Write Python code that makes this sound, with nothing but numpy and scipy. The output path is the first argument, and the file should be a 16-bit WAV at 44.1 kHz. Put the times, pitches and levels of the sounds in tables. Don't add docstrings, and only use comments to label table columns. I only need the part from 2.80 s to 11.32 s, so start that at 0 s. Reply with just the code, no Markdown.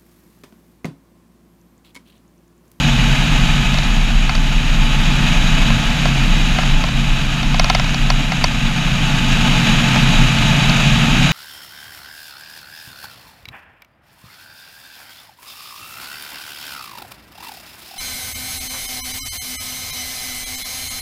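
import sys
import numpy as np
from scipy import signal
from scipy.fft import rfft, irfft
from scipy.io import wavfile
from scipy.ndimage import uniform_filter1d, minimum_filter1d, map_coordinates

SR = 44100
rng = np.random.default_rng(int(sys.argv[2]) if len(sys.argv) > 2 else 0)


def inscribe(sig):
    pcm = np.round(np.clip(np.atleast_2d(sig).T, -1, 1) * 32767)
    wavfile.write(sys.argv[1], SR, pcm.astype(np.int16))


N = 375732


def propeller(start_turns_per_s=18.4, stop_s=6.2, run_down_power=0.69, pole_hz=29.9, pole_q=3.9, unsteady_db=1.5):
    shaft_orders = (2, 3, 4, 6)
    order_db = [-13.5, -14.5, -27, -15.5]
    time_left = np.maximum(1 - np.arange(N) / SR / stop_s, 1e-6)
    turns_per_s = start_turns_per_s * time_left ** run_down_power
    shaft_angle = 2 * np.pi * np.cumsum(turns_per_s) / SR
    shaking = np.zeros(N)
    for order, db in zip(shaft_orders, order_db):
        ratio = order * turns_per_s / pole_hz
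        response = 1 / (1 + 1j * pole_q * (ratio - 1 / ratio))
        strength = np.sqrt(2) * from_db(db + unsteady_db * drift(3.7))
        shaking += strength * np.imag(response * np.exp(1j * order * shaft_angle))
    return shaking


def mount_knocks(level_db=1.0, chatter_s=0.0029, crack_db=8.5, edge_db=-9.0, edge_s=0.003, ping_hz=4200):
    # mode_hz [Hz], level_db [dB], t60_s [s]
    mount_modes = [(761, -9.5, 0.027), (1045, -10.5, 0.024), (1360, -14.5, 0.034), (1724, -17.5, 0.022),
                   (2170, -11, 0.021), (2570, -11.5, 0.019), (3150, -14, 0.015), (3660, -14, .014),
                   (3950, -21, .014), (4486, -8, 0.013), (5080, -10.5, 0.0088), (5610, -12.5, 0.0094),
                   (5920, -22, 0.0075)]
    times_s, strength_db, ping_db = np.transpose(contacts())
    t = np.arange(2200) / SR
    chatter = rng.standard_normal((len(times_s), len(t)))
    contact = unit_energy(chatter * np.exp(-(t / chatter_s) ** 2))
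    knocks = from_db(crack_db) * contact
    for hz, db, t60 in mount_modes:
        size = np.linalg.norm(ring(t == 0, hz, t60))
        colour_db = ping_db * (hz > ping_hz) + rng.normal(0, 1, len(times_s))
        mode_gain = size * from_db(db + colour_db)[:, None]
        knocks += mode_gain * unit_energy(ring(contact, hz, t60))
    housing = signal.butter(6, [600, 6400], "band", fs=SR, output="sos")
    knocks = signal.sosfilt(housing, knocks)
    bright = signal.butter(2, [5500, 11000], "band", fs=SR, output="sos")
    edge = signal.sosfilt(bright, unit_energy(contact * np.exp(-t / edge_s)))
    knocks += from_db(edge_db + ping_db)[:, None] * edge
    out = np.zeros(N)
    for s, db, knock in zip(times_s, strength_db, knocks):
        start = int(s * SR)
        out[start:start + len(t)] += from_db(level_db + db) * knock
    return out


def contacts(rebound_s=0.0475, rebound_loss_db=6):
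    # start_s [s], strength_db [dB], ping_emphasis_db [dB], rebounds [count]
    knock_list = [(0.9427, -9, -2, 0), (.9853, -10.5, 3, 1), (1.4942, -5, -4, 0), (1.5515, -11.5, 4, 0),
                  (2.903, -7, -10, 0), (3.2552, -5.5, -3.5, 0), (3.7858, -4.5, -8, 1), (4.039, -4.5, -6, 1),
                  (4.6302, -9, -3, 0), (4.7437, -6, -6, 0), (4.7960, 0.5, 2.5, 1), (4.899, 3.5, 0, 0),
                  (4.9486, -1, 0, 3), (5.1439, -11, 3.5, 0), (5.3015, -1, 0.5, 0), (5.5197, -5.5, -4, 0),
                  (5.641, 1.5, 3, 0), (7.1595, -5.5, -6, 0), (7.895, -9.5, 5, 0)]
    rows = []
    for s, db, ping_db, rebounds in knock_list:
        for k in range(1 + rebounds):
            rows.append((s + k * rebound_s, db - k * rebound_loss_db, ping_db))
    return rows


def tube_hum(hum_db, steadiness=0.31, wander=0.0222):
    # pitch_hz [Hz], width_hz [Hz], level_db [dB per Hz]
    tube_tones = [(137.8, 17.3, -33.5), (170, 17, -39), (189.4, 15.3, -43.5), (230.1, 14.6, -39),
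                  (260, 26, -49.5), (287.3, 15.3, -50)]
    hum = np.zeros(N)
    for tone in tube_tones:
        shed = noise(humps([tone]))
        power = uniform_filter1d(shed ** 2, size=600)
        swell = np.sqrt(np.maximum(power, 1e-12)) / shed.std()
        hum += shed / swell ** steadiness
    clock = np.arange(N) + np.cumsum(wander * drift(3.037))
    hum = map_coordinates(hum, [clock], order=1, mode="reflect")
    return from_db(hum_db - hum_db.mean()) * hum


def wind(rush_db, flutter_db=0.71, whistle_flutter_db=-0.6):
    # frequency_hz [Hz], level_db [dB per Hz]
    rush_curve = [(200, -60), (350, -62.5), (520, -65.5), (660, -62.5), (1100, -60.5), (2000, -60),
                  (3700, -59.5), (4250, -68), (6000, -74.5), (8300, -80.5), (9700, -84), (11800, -84.5),
                  (12600, -88), (15200, -95)]
    # pitch_hz [Hz], width_hz [Hz], level_db [dB per Hz]
    whistle_tones = [(714, 170, -58.5), (869, 31, -52), (1261, 59, -56.5), (1600, 355, -60),
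                     (2520, 322, -53.5), (2920, 200, -55.5), (3170, 350, -62), (3870, 173, -57.5),
                     (4676, 390, -67.5), (5520, 190, -69.5), (6624, 820, -67), (10570, 710, -85)]
    gust_db = rush_db - rush_db.mean() + flutter_db * drift(58)
    rush = noise(slope(rush_curve))
    whistles = from_db(whistle_flutter_db * drift(13)) * noise(humps(whistle_tones))
    return from_db(gust_db) * (rush + whistles)


def buffeting(rush_db, gust_share=0.15):
    # frequency_hz [Hz], level_db [dB per Hz]
    buffet_curve = [(8, -72), (17, -50), (23, -29.5), (28, -27.5), (35, -38.5), (44, -42.5), (55, -48),
                    (78, -50.5), (105, -55.5), (260, -54.5), (335, -68.5), (700, -102)]
    gust_db = gust_share * (rush_db - rush_db.mean())
    return from_db(gust_db) * noise(slope(buffet_curve))


def ring(clicks, hz, t60):
    r = from_db(-60 / (t60 * SR))
    w = 2 * np.pi * hz / SR
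    return signal.lfilter([0, np.sin(w)], [1, -2 * r * np.cos(w), r * r], clicks + 1e-18)


def unit_energy(x):
    return x / np.sqrt(np.sum(x ** 2, axis=-1, keepdims=True) + 1e-20)


def noise(gain):
    return irfft(rfft(rng.standard_normal(N)) * gain * np.sqrt(SR / 2), N)


def drift(rate_hz):
    slow = noise(1 / (1 + (bin_hz() / rate_hz) ** 2))
    return slow / slow.std()


def slope(points):
    hz, db = np.transpose(points)
    return from_db(np.interp(np.log(bin_hz()), np.log(hz), db))


def humps(resonances):
    power = 0
    for hz, width, db in resonances:
        offset = (bin_hz() - hz) / (width / np.sqrt(2))
        power = power + (from_db(db) / (1 + offset ** 2)) ** 2
    return np.sqrt(power)


def bin_hz():
    return np.maximum(np.arange(N // 2 + 1) * SR / N, 1e-3)


def in_time(rows):
    s, *columns = np.transpose(rows)
    return [np.interp(np.arange(N) / SR, s, c) for c in columns]


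def from_db(db):
    return 10 ** (np.asarray(db) / 20)


def scene(hum_follows=1.26):
    # time_s [s], level_db [dB]
    airstream = [(0.0, -21.5), (0.66, -21.5), (1.26, -25.5), (1.68, -25.5), (2.44, -22), (3.89, -23.5),
                 (4.08, -25.5), (5.79, -25), (6.74, -20), (8.52, -19.5)]
    rush_db, = in_time(airstream)
    hum_db = hum_follows * rush_db
    machine = propeller() + mount_knocks()
    air = tube_hum(hum_db) + wind(rush_db) + buffeting(rush_db)
    return (machine + air)[None]


def record(dry, ceiling=1.1, cutoff_hz=15050):
    low_cut = signal.butter(4, 17, "high", fs=SR, output="sos")
    x = signal.sosfilt(low_cut, dry)
    limiter_gain = ceiling / np.maximum(np.abs(x), ceiling)
    x = x * uniform_filter1d(minimum_filter1d(limiter_gain, size=41), size=41)
    x = x / (1 + np.abs(x / 0.98) ** 10) ** (1 / 10)
    top_cut = signal.ellip(10, 0.1, 80, cutoff_hz, fs=SR, output="sos")
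    return signal.sosfilt(top_cut, x)


dry = scene()
out = record(dry)
inscribe(out)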